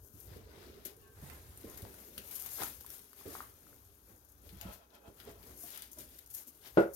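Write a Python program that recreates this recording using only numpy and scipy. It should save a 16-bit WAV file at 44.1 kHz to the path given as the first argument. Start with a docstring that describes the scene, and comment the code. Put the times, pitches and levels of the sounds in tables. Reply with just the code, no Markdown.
"""In a small shed, rabbits move about a straw-bedded plastic pen. Straw and cloth rustle in bursts,
stalks snap, pellets tick in the bowl, paws and slippers thud, and at the end a knock rings a panel.
Wire mesh sings faintly over still air, a rumble and a hum. Rustles are noise made of tiny slips; rings
are tones that die away. Short sounds echo in the shed. A hand-held phone hears it all through two
microphones, the left far brighter than the right."""
import sys
import numpy as np
from scipy import signal
from scipy.fft import rfft, irfft, next_fast_len
from scipy.io import wavfile
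from scipy.ndimage import uniform_filter1d, map_coordinates

SR = 44100
rng = np.random.default_rng(int(sys.argv[2]) if len(sys.argv) > 2 else 0)


def wrap_up_sound(samples):
    """Save the sound to the file named by the first command line argument, as 16-bit audio."""
    columns = np.atleast_2d(samples).T
    # keep every value between -1 and 1, then stretch to whole-number steps
    tamed = np.clip(columns, -1, 1)
    steps = np.round(tamed * 32767).astype(np.int16)
    wavfile.write(sys.argv[1], SR, steps)


N = 306495

# A body moves in the straw: peak t/s, length/s, fine rustle/dB, coarse rustle/dB, scrape/dB, scuff/dB
MOVES = [(0.047, .08, -64, -96, -92, -65.5), (0.218, 0.31, -62, -76, -80, -61),
         (0.333, 0.23, -75, -67.5, -63.5, -69), (0.628, 0.47, -71, -65.5, -63, -54.5),
         (0.881, .09, -60, -61.5, -66, -66), (1.015, 0.12, -66.5, -76, -91, -78),
         (1.29, 0.32, -54.5, -68, -60, -59), (1.495, 0.11, -64, -83, -81, -63),
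         (1.75, 0.59, -62.5, -70, -62, -59.5), (1.993, 0.21, -61.5, -74, -67, -69),
         (2.36, 0.38, -51, -62.5, -62, -84), (2.55, 0.33, -46.5, -60, -61, -68),
         (2.619, 0.081, -44, -52, -44.5, -48), (2.668, 0.16, -50, -59, -62, -64),
         (2.808, 0.026, -56, -68, -71, -80), (2.941, 0.15, -51.5, -66.5, -67.5, -66),
         (3.201, 0.11, -56.5, -65, -66.5, -86), (3.34, 0.23, -50.5, -61.5, -55.5, -59.5),
         (3.687, .3, -66, -81, -72.5, -64), (4.109, 0.14, -65, -88, -69.5, -61.5),
         (4.477, 0.15, -66, -74, -73, -59), (4.638, 0.28, -62.5, -64.5, -64.5, -72),
         (4.734, 0.07, -58, -62, -61, -70), (4.95, .07, -73, -70, -71, -79),
         (5.199, 0.11, -61.5, -69.5, -65.5, -75), (5.284, .1, -75, -65, -61, -73),
         (5.483, 0.21, -61.5, -69.5, -65.5, -60), (5.634, 0.19, -49.5, -72, -69, -82),
         (5.744, 0.25, -53.5, -58.5, -64, -82), (6.006, 0.1, -51, -62.5, -64, -58.5),
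         (6.188, 0.016, -51, -66, -78, -80), (6.312, 0.042, -53.5, -69, -80, -80),
         (6.349, 0.031, -43, -63, -78, -78), (6.384, 0.079, -46, -62, -63.5, -81),
         (6.483, 0.042, -52, -73, -78, -64), (6.663, 0.087, -57.5, -58.5, -60, -84),
         (6.8, 0.1, -60, -60.5, -54, -66), (6.95, 0.051, -50, -80.5, -81, -70)]
# Fidgeting between the moves: t/s, straw level/dB, ground level/dB
FIDGETS = [(0, -73.5, -91), (.5, -79.5, -73), (1.1, -70.5, -71), (1.5, -62.5, -72), (2.1, -61.5, -61.5),
           (2.45, -59, -71), (2.8, -61.5, -66), (3.1, -65, -75), (3.6, -66, -75), (4.25, -72, -81),
           (4.6, -67.5, -68), (4.85, -79, -74), (5.35, -67, -63), (5.9, -70, -74), (6.15, -59.5, -64),
           (6.3, -70, -85), (6.6, -65, -71), (6.95, -70, -94)]
# Where the straw stirs: t/s, pan/dB (pan is how much louder the left is than the right)
STRAW_PAN = [(0, 14), (.6, 1), (.89, 4), (1.3, -12.5), (1.7, -2.3), (2.36, 0.5), (3.48, -2), (4.78, 5.5),
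             (6.25, -4.5), (6.95, 7.5)]
# The colour (strength at each pitch) of fine and of coarse straw: f/Hz, level/dB
FINE_COLOUR = [(2940, -47.5), (5000, -15), (6860, -8.5), (7940, -15), (8880, -6), (9930, -10.5),
               (10800, -4.5), (12700, 0.5), (15000, -9), (15800, -10), (16100, -32.5)]
COARSE_COLOUR = [(900, -34), (1400, -5), (2000, -7.5), (3500, -3.5), (5500, -6), (8000, -24)]
def straw():
    """Fine and coarse rustle swell with every move and crackle on after every snap."""
    peak_s, length_s, fine_db, coarse_db = np.transpose(MOVES)[:4]
    snap_s, _, dull_db, _, crackle_db = np.transpose(SNAPS)
    rest_db = curves(FIDGETS)[0]
    settle_s = 0.14
    fine = swells(peak_s, length_s, fine_db) + tails(snap_s, crackle_db, settle_s) + amp(2 * rest_db)
    coarse = swells(peak_s, length_s, coarse_db) + tails(snap_s, crackle_db + dull_db, settle_s)
    coarse += amp(2 * (rest_db - 10))  # doubling the dB gives power; the square root gives gain again
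    bright = np.sqrt(fine) * rustle(FINE_COLOUR, spiky_db=2.5, lumpy_db=0.9)
    dull = np.sqrt(coarse) * rustle(COARSE_COLOUR, spiky_db=2.5, lumpy_db=0.6)
    return bright * sides(curves(STRAW_PAN)[0]) + dull


# Breaking stalks: t/s, level/dB, dull part against bright part/dB, pan/dB, crackle afterwards/dB
SNAPS = [(0.2027, -40, -24, 14, -60), (.851, -33, -10, 1, -44.5), (.966, -47, -22, -6, -65),
         (1.2998, -27, -4.5, -22, -75), (1.575, -34.5, -17, -8, -63), (1.612, -43, -18, 1.5, -61),
         (1.699, -39, -23, 4.5, -64), (1.774, -35, -14, -3, -50), (1.8206, -37, -12, 0, -55),
         (1.942, -36.5, -8, -14, -64), (2.1795, -25.5, -5.5, -2.5, -49), (2.311, -36, -16, 13, -45.5),
         (2.3535, -33, -18, 11, -44), (2.3984, -29, -16, 1, -48), (2.4612, -28, -17, 0, -44.5),
         (2.634, -23, -20, 1, -41), (2.8098, -39, -13, 3.5, -65), (2.8637, -35.5, -8.5, 4, -60),
         (2.903, -31.5, -20, -1, -68), (2.936, -46, -14, 28, -53), (2.9931, -39, -11, 2, -67),
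         (3.131, -41, -8, 2, -72), (4.249, -49, -31, 4, -77), (4.2877, -51, -30, 9.5, -66),
         (4.3196, -48, -28, 3.5, -72), (4.492, -46.5, 13, 25, -78), (4.6124, -29.5, -9, -1, -57),
         (4.905, -55, 4, 10.5, -86), (4.9455, -51.5, 2, 10.5, -72), (5.2014, -38, 4, 3, -67),
         (5.3133, -46.5, -13, 14, -81), (5.4294, -47, 0, 11, -68), (5.7046, -37, -24, 5, -58),
         (5.7751, -29, -8.5, -1, -64), (5.8217, -28.5, -8.5, 0, -52), (5.9156, -42, -27, .6, -52),
         (5.932, -36, -32, 2, -68), (5.986, -39, -28, 8, -48), (6.165, -61, -28, -1, -73),
         (6.19, -40, -16, 10, -69), (6.225, -52, -24, 5, -70), (6.2622, -42, -22, -1.5, -64),
         (6.303, -41, -18, 8.5, -58), (6.341, -36, -41, 6, -58), (6.48, -41, -31, -1.5, -64),
         (6.9353, -40, -32, -1, -56)]
def snaps():
    """A stalk breaks: a few milliseconds of splinters, bright with a dull part, then the echo."""
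    out, t = np.zeros((2, N)), np.arange(600) / SR
    bright, dull = impulse(FINE_COLOUR), impulse(COARSE_COLOUR)
    for s, db, dull_db, pan_db, _ in SNAPS:
        splinters = fade(t, fade_s=0.0059) * rng.standard_normal(len(t))
        crack = np.convolve(splinters, bright + amp(dull_db) * dull)
        crack /= np.abs(crack).max()
        add(out, s, amp(db) * sides(pan_db)[:, None] * in_shed(crack, wet_db=-3), lag=-9)
    return out


# Knocks on the pen: t/s, level/dB
KNOCKS = [(6.772, -13), (6.785, -22)]
# The panel's own tones: f/Hz, level/dB, fade/s (a fade is the time taken to drop by 60 dB)
PANEL_TONES = [(193.5, -6, 0.22), (250, -13, 0.18), (336.3, 3, 0.25), (413.3, 3, 0.24), (470, -19, 0.21),
               (540, -12, 0.29), (554, -7.5, 0.31), (585, -3.5, 0.26), (710, -22, 0.24), (865, -9, 0.13),
               (1013, -14, 0.13), (1275, -27, 0.19), (1375, -24, 0.19), (1451, -9, 0.2), (1456, -28, .22),
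               (1900, -34, 0.25), (2692, -29.5, 0.2)]
# The knock's dull noise: f/Hz, level/dB
KNOCK_COLOUR = [(35, -60), (60, -29), (202, -12.5), (266, -19), (342, -3), (554, -4.5), (1080, -28),
                (1390, -19), (1680, -32.5), (9000, -57), (11700, -95), (19800, -120)]
def panel():
    """A blunt knock and its rebound ring the hollow panel, nearer the left microphone."""
    out, t = np.zeros((2, N)), np.arange(SR // 4) / SR
    ring = ringing(t, PANEL_TONES) * onset(t, rise_s=0.001)
    for s, db in KNOCKS:
        add(out, s, amp(db - 6.5) * np.array([ring, ring]), lag=10.3)
        add(out, s, amp(db + 10.5) * in_shed(impulse(KNOCK_COLOUR), wet_db=8.5), lag=13)
    return out * sides(pan_db=2.5)[:, None]


# Soft blows of paws and slippers: t/s, level/dB, f/Hz, fade/s, scuff afterwards/dB
THUDS = [(0.139, -46, 104, .086, -64), (.312, -44.5, 96.5, 0.092, -55), (.353, -60, 96, 0.083, -49),
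         (.855, -38.5, 365, 0.031, -56.5), (1.224, -43, 138.6, 0.22, -55), (1.641, -39.5, 316, 0.1, -44.5),
         (1.825, -37.5, 97, 0.092, -50), (2.175, -50.5, 205, 0.2, -51.5), (2.606, -42, 194, 0.087, -65),
         (3.255, -38, 317, .06, -42.5), (3.345, -46.5, 470, 0.074, -71), (4.529, -44, 186, 0.062, -65),
         (4.652, -37, 188, 0.097, -61), (5.074, -63, 328, 0.055, -53.5), (5.272, -40, 420, 0.083, -47.5),
         (5.498, -51, 293, 0.047, -65), (5.634, -51.5, 699, 0.099, -58), (5.972, -51, 604, 0.11, -59)]
def thuds():
    """A soft blow pushes the ground, which rings briefly with three tones."""
    out, t = np.zeros((2, N)), np.arange(6000) / SR
    for s, db, hz, fade_s, _ in THUDS:
        tone = sine(hz, t) + 0.28 * sine(1.615 * hz, t) + 0.24 * sine(0.6 * hz, t)
        push = amp(db) * tone * fade(t, fade_s) * onset(t, rise_s=0.0018)
        add(out, s, in_shed(push, wet_db=-6), lag=4.4)
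    return out


# Pellets and twigs: t/s, level/dB, f/Hz, crack against pop/dB, pan/dB
TICKS = [(1.851, -42, 820, -3, 24), (2.178, -47.5, 1500, -1, -2), (2.461, -48, 980, -12, 6),
         (2.586, -45, 1290, -12, -4), (2.605, -41, 795, -12, 2), (2.621, -30, 890, -2, 6),
         (2.635, -33.5, 1340, 7, -4), (2.846, -48, 1050, -5, -3), (3.131, -53, 1280, -15, 6),
         (3.352, -36.5, 1140, -14, -1), (3.365, -52, 1090, -12, 3.0), (3.405, -34, 1220, -22, 0),
         (3.211, -51.5, 1100, -14, -2), (3.668, -55, 1300, -14, 0), (3.729, -55.5, 1510, -10, 0),
         (3.413, -53, 1050, -8, -4)]
def ticks():
    """A pellet drops or a twig breaks: a tiny pitched pop under a dry crack."""
    out, t = np.zeros((2, N)), np.arange(2048) / SR
    crack = impulse(COARSE_COLOUR)
    for s, db, hz, crack_db, pan_db in TICKS:
        pop = sine(hz, t) * fade(t, fade_s=0.0086) * onset(t, rise_s=0.00029)
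        tick = pop / pop.max() + amp(crack_db) * crack / np.abs(crack).max()
        add(out, s, amp(db) * sides(pan_db)[:, None] * in_shed(tick, wet_db=-9.5), lag=4.7)
    return out


# A low scuff and a higher scrape on the ground: f/Hz, level/dB
SCUFF_COLOUR = [(70, 5), (130, -2.5), (250, 1), (420, 0), (600, -5), (900, -29)]
SCRAPE_COLOUR = [(450, -6), (750, -3), (1300, -6), (2100, -7.5), (3000, -19)]
def shuffling():
    """Fur, paws and slippers rub the ground with every move and scuff on after every thud."""
    peak_s, length_s, _, _, scrape_db, scuff_db = np.transpose(MOVES)
    thud_s, *_, after_db = np.transpose(THUDS)
    rest_db = curves(FIDGETS)[1]
    scuff = swells(peak_s, length_s, scuff_db) + amp(2 * rest_db)
    scuff += tails(thud_s, after_db, fade_s=0.27, attack_s=0.0046)
    scrape = swells(peak_s, length_s, scrape_db) + amp(2 * (rest_db - 12))
    low = np.sqrt(scuff) * rustle(SCUFF_COLOUR, spiky_db=1.5, lumpy_db=-0.8)
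    return low + np.sqrt(scrape) * rustle(SCRAPE_COLOUR, spiky_db=1.3, lumpy_db=1.36)


# How loud the hollow ring is: t/s, level/dB
HOLLOW_LEVEL = [(0, -79), (.4, -64.5), (.65, -65), (.8, -65.5), (1.05, -64.5), (1.5, -80), (1.9, -64.5),
                (2.3, -71.5), (4.2, -80), (4.9, -76), (5.1, -66), (5.4, -72.5), (6.0, -82), (6.7, -80.5)]
# Its narrow band of pitches: f/Hz, level/dB
HOLLOW_COLOUR = [(300, -30), (400, 4.5), (430, 1.5), (455, 0.5), (490, -18), (620, -45)]
def hollow_ring():
    """A hollow ring comes and goes under the shuffling."""
    return amp(curves(HOLLOW_LEVEL)[0]) * rustle(HOLLOW_COLOUR, spiky_db=1.5, lumpy_db=2.0)


# Shakes of the mesh: peak t/s, length/s, level/dB
SHAKES = [(4.695, 0.24, -54), (4.983, 0.15, -60.5), (5.079, 0.089, -58), (5.312, 0.25, -62)]
# The wires' own tones: f/Hz, level/dB
WIRE_TONES = [(605, 2.5), (671, 4.5), (830, 1.5), (931, -4), (1010, -4), (1303, -0.5), (1357, -7),
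              (1612, -28), (2305, -12), (2545, -6), (2985, -13), (3195, -8)]
def wire_mesh(width_hz=30):
    """Shaken wires sing: noise passes only in narrow bands around their tones."""
    def bands(f):
        damping = 1j * f * width_hz
        return sum(amp(db) * damping / (hz * hz - f * f + damping) for hz, db in WIRE_TONES)
    singing = paired(rng.standard_normal((2, N)), bands) * amp(4.2 * wobble(18))
    return np.sqrt(swells(*np.transpose(SHAKES))) * unit(singing)


# The tones of a piece of metal: f/Hz, level/dB, fade/s
CLINK_TONES = [(1096, -79, 0.31), (1567, -78.5, 0.79), (1740, -78.5, 0.36), (2550, -85, .2),
               (2820, -74, .2)]
def clink():
    """Metal clinks once, so far off that there is more echo than direct sound."""
    out, t = np.zeros((2, N)), np.arange(SR // 2) / SR
    flicker = amp(2.4 * wobble(64)[:len(t)])
    ring = ringing(t, CLINK_TONES) * onset(t, rise_s=0.0044) * flicker
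    add(out, s=1.012, sound=in_shed(ring, wet_db=7), lag=15)
    return out


def whistle(start_s=0.6, length_s=0.23, top_hz=14150, fall_hz=2400):
    """A faint thin tone holds, then slides down ever faster and fades."""
    progress = np.clip((np.arange(N) / SR - start_s) / length_s, 0, 1)
    arch = np.sqrt(np.sin(np.pi * progress).clip(0))
    return amp(-73 + 1.8 * wobble(40)) * arch * glide(top_hz - fall_hz * progress ** 2.7)


# How loud the rumble is: t/s, level/dB
RUMBLE_LEVEL = [(0, -55.5), (.08, -64), (.35, -50), (.52, -61), (.95, -64.5), (1.33, -50.5), (1.55, -58),
                (1.8, -54.5), (2.1, -75), (2.24, -50.5), (2.34, -73), (2.59, -57), (3.15, -71), (3.3, -63),
                (3.83, -62), (4.24, -69), (4.68, -50.5), (4.9, -78), (5.53, -55.5), (5.71, -82),
                (5.98, -62.5), (6.64, -69), (6.77, -53), (6.95, -60)]
# Its deep colour: f/Hz, level/dB
RUMBLE_COLOUR = [(15, -37), (25, -8), (39, -10), (59, 1), (111, -7), (135, -15), (160, -16), (210, -45),
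                 (350, -120)]
def rumble():
    """Deep noise rises and falls unsteadily."""
    return amp(curves(RUMBLE_LEVEL)[0]) * rustle(RUMBLE_COLOUR, spiky_db=-0.1, lumpy_db=-0.45)


def hum(hz=60.3):
    """A low hum wavers in loudness and pitch."""
    return amp(-68.5 + 3.1 * wobble(4.08)) * glide(hz + 4 * wobble(3.3))


# The still shed: f/Hz, level/dB
AIR_COLOUR = [(59, -4), (100, -20), (185, -1.5), (295, 3.5), (406, -4), (558, -2.5), (1550, -5),
              (2690, -43), (6700, -10.5), (7610, -46), (12700, -22), (14400, -26), (16000, -20)]
def air():
    """Still air makes a faint, even hush."""
    return amp(-73) * rustle(AIR_COLOUR, spiky_db=0.1, lumpy_db=0.8)


# How long the shed echoes: f/Hz, fade/s
ECHO_FADES = [(200, 0.21), (2000, 0.3), (6000, 0.097), (14000, 0.059)]
def in_shed(sound, wet_db):
    """A short mono sound plus a stereo echo at wet_db, in which each pitch dies at its own speed."""
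    hz, t, noise = signal.stft(rng.standard_normal((2, int(0.2 * SR))), SR, nperseg=256)
    tail = signal.istft(noise * fade(t, along(ECHO_FADES, hz)[:, None]), SR, nperseg=256)[1]
    tail = paired(tail, np.ones_like)
    tail = np.pad(tail / np.linalg.norm(tail[0]), [(0, 0), (60, 0)])  # arrives 60 samples late
    echo = signal.fftconvolve(sound[None], tail, axes=1)
    return amp(wet_db) * echo + np.pad(sound, (0, echo.shape[1] - len(sound)))


# How alike left and right sound: f/Hz, likeness (1 the same, 0 unrelated)
LIKENESS = [(60, 1), (130, 0.7), (290, 0.9), (640, 0.4), (1410, -0.26), (3100, 0.12), (6820, 0.08),
            (15000, -0.11)]
def paired(x, colour):
    """Colour two unrelated signals and mix them to the likeness that the microphones hear."""
    size = next_fast_len(x.shape[1] + 4096)
    hz = np.fft.rfftfreq(size, 1 / SR)
    turn = np.arccos(np.clip(along(LIKENESS, hz), -1, 1)) / 2
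    spectrum = rfft(x, size) * colour(hz) * [np.cos(turn), np.sin(turn)]
    mid, side = irfft(spectrum, size)[:, :x.shape[1]]
    return np.array([mid + side, mid - side])


def rustle(colour, spiky_db, lumpy_db):
    """Stereo crackle of standard strength: countless tiny slips of uneven size, coming in lumps."""
    size = amp(spiky_db * rng.exponential(size=N) + lumpy_db * (wobble(35) + wobble(160)))
    slips = size * patchy(rng.standard_normal((2, N)), depth_db=2.5)
    pair = paired(slips, lambda hz: amp(along(colour, hz)))
    return pair / np.std(pair.mean(axis=0))


def patchy(x, depth_db):
    """Random pitches stand out or sink for a moment, as when small things ring and echoes overlap."""
    spectra = signal.stft(x, nperseg=1024)[2]
    patches = uniform_filter1d(rng.standard_normal(spectra.shape[1:]), 2, axis=0)
    patches = uniform_filter1d(patches, 5, axis=1)
    return signal.istft(spectra * amp(depth_db * unit(patches)), nperseg=1024)[1][:, :N]


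def impulse(colour, size=2048):
    """A click of energy 1 with the given colour."""
    gain = amp(along(colour, np.fft.rfftfreq(size, 1 / SR)))
    cepstrum = irfft(np.log(gain + 1e-6))
    cepstrum[1:size // 2] *= 2  # folding the late half forward packs the energy at the start
    cepstrum[size // 2 + 1:] = 0
    click = irfft(np.exp(rfft(cepstrum)))
    return click / np.linalg.norm(click)


def swells(peak_s, length_s, level_db, rise_share=0.41, edge_db=12.5, roundness=1.35):
    """Power of events that rise to a peak and sink again; their ends lie edge_db under the peak."""
    def shape_db(t):
        phase = (t - peak_s[:, None]) / length_s[:, None]
        return -edge_db * np.maximum(-phase / rise_share, phase / (1 - rise_share)) ** roundness
    return power(shape_db, level_db)


def tails(start_s, level_db, fade_s, attack_s=0.002):
    """Power of events that start at once and die away."""
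    age = lambda t: t - start_s[:, None] - attack_s
    return power(lambda t: np.minimum(20 * age(t) / attack_s, -60 * age(t) / fade_s), level_db)


def power(shape_db, level_db):
    """Summed power of events; shape_db gives each one's course over time."""
    t = np.arange(0, N / SR + .001, .001)
    return np.interp(np.arange(N) / SR, t, amp(2 * level_db) @ amp(2 * shape_db(t).clip(-90)))


def ringing(t, tones):
    """A struck object's tones, each dying at its own speed."""
    return sum(amp(db) * fade(t, fade_s) * sine(hz, t) for hz, db, fade_s in tones)


def sine(hz, t):
    """A pure, steady tone."""
    return np.sin(2 * np.pi * hz * t)


def glide(hz):
    """A pure tone that follows a changing pitch."""
    return np.sin(2 * np.pi * np.cumsum(hz) / SR)


def fade(t, fade_s):
    """A gain that drops 60 dB in fade_s."""
    return amp(-60 * t / fade_s)


def onset(t, rise_s):
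    """A gain that climbs from 0 towards 1."""
    return 1 - np.exp(-t / rise_s)


def wobble(rate):
    """A smooth random curve through rate points a second."""
    steps = np.arange(0, N + 16, 16)
    knots = rng.standard_normal(int(N * rate / SR) + 4)
    return np.interp(np.arange(N), steps, map_coordinates(knots, [steps * rate / SR]))


def amp(db):
    """Decibels to gain."""
    return 10 ** (np.asarray(db) / 20)


def unit(x):
    """Scale to an average power of 1."""
    return x / np.sqrt(np.mean(x ** 2) + 1e-20)


def along(points, hz):
    """Read between (f/Hz, value) points on a log scale of pitch."""
    f, values = np.transpose(points)
    return np.interp(np.log(hz + 1), np.log(f + 1), values)


def curves(rows):
    """One value per sample for each column after the time."""
    s, *columns = np.transpose(rows)
    return [np.interp(np.arange(N) / SR, s, column) for column in columns]


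def sides(pan_db):
    """Left and right gains that keep the total power."""
    share = 1 / (1 + amp(-2 * np.asarray(pan_db)))
    return np.sqrt(2 * np.array([share, 1 - share]))


def add(track, s, sound, lag=0):
    """Lay a stereo sound on the track at s seconds; the right is lag samples late (early if below 0)."""
    for side, start in enumerate([round(s * SR), round(s * SR + lag)]):
        part = track[side, start:start + sound.shape[1]]
        part += sound[side, :len(part)]


def scene():
    """Everything in and around the pen."""
    rubbing = straw() + hollow_ring() + shuffling()
    hits = snaps() + ticks() + thuds() + panel()
    return rubbing + hits + wire_mesh() + clink() + whistle() + rumble() + hum() + air()


# Which microphone hears each pitch louder: f/Hz, pan/dB
MIC_BALANCE = [(60, 1.5), (110, -2), (200, -1), (380, -3.5), (700, -3.5), (1290, 2.5), (2380, 4.5),
               (4400, 20), (8120, 3.5), (15000, 15)]
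def record(dry, bass_hz=35, top_hz=16100):
    """Each microphone colours the sound its own way; both lose the deepest bass and the very top."""
    size = next_fast_len(N + SR // 2)
    hz = np.fft.rfftfreq(size, 1 / SR)
    bass_cut = (1j * hz / (bass_hz + 1j * hz)) ** 3
    response = sides(along(MIC_BALANCE, hz)) * bass_cut * (hz < top_hz)
    return irfft(rfft(dry, size) * response, size)[:, :N]


dry = scene()
out = record(dry)
wrap_up_sound(out)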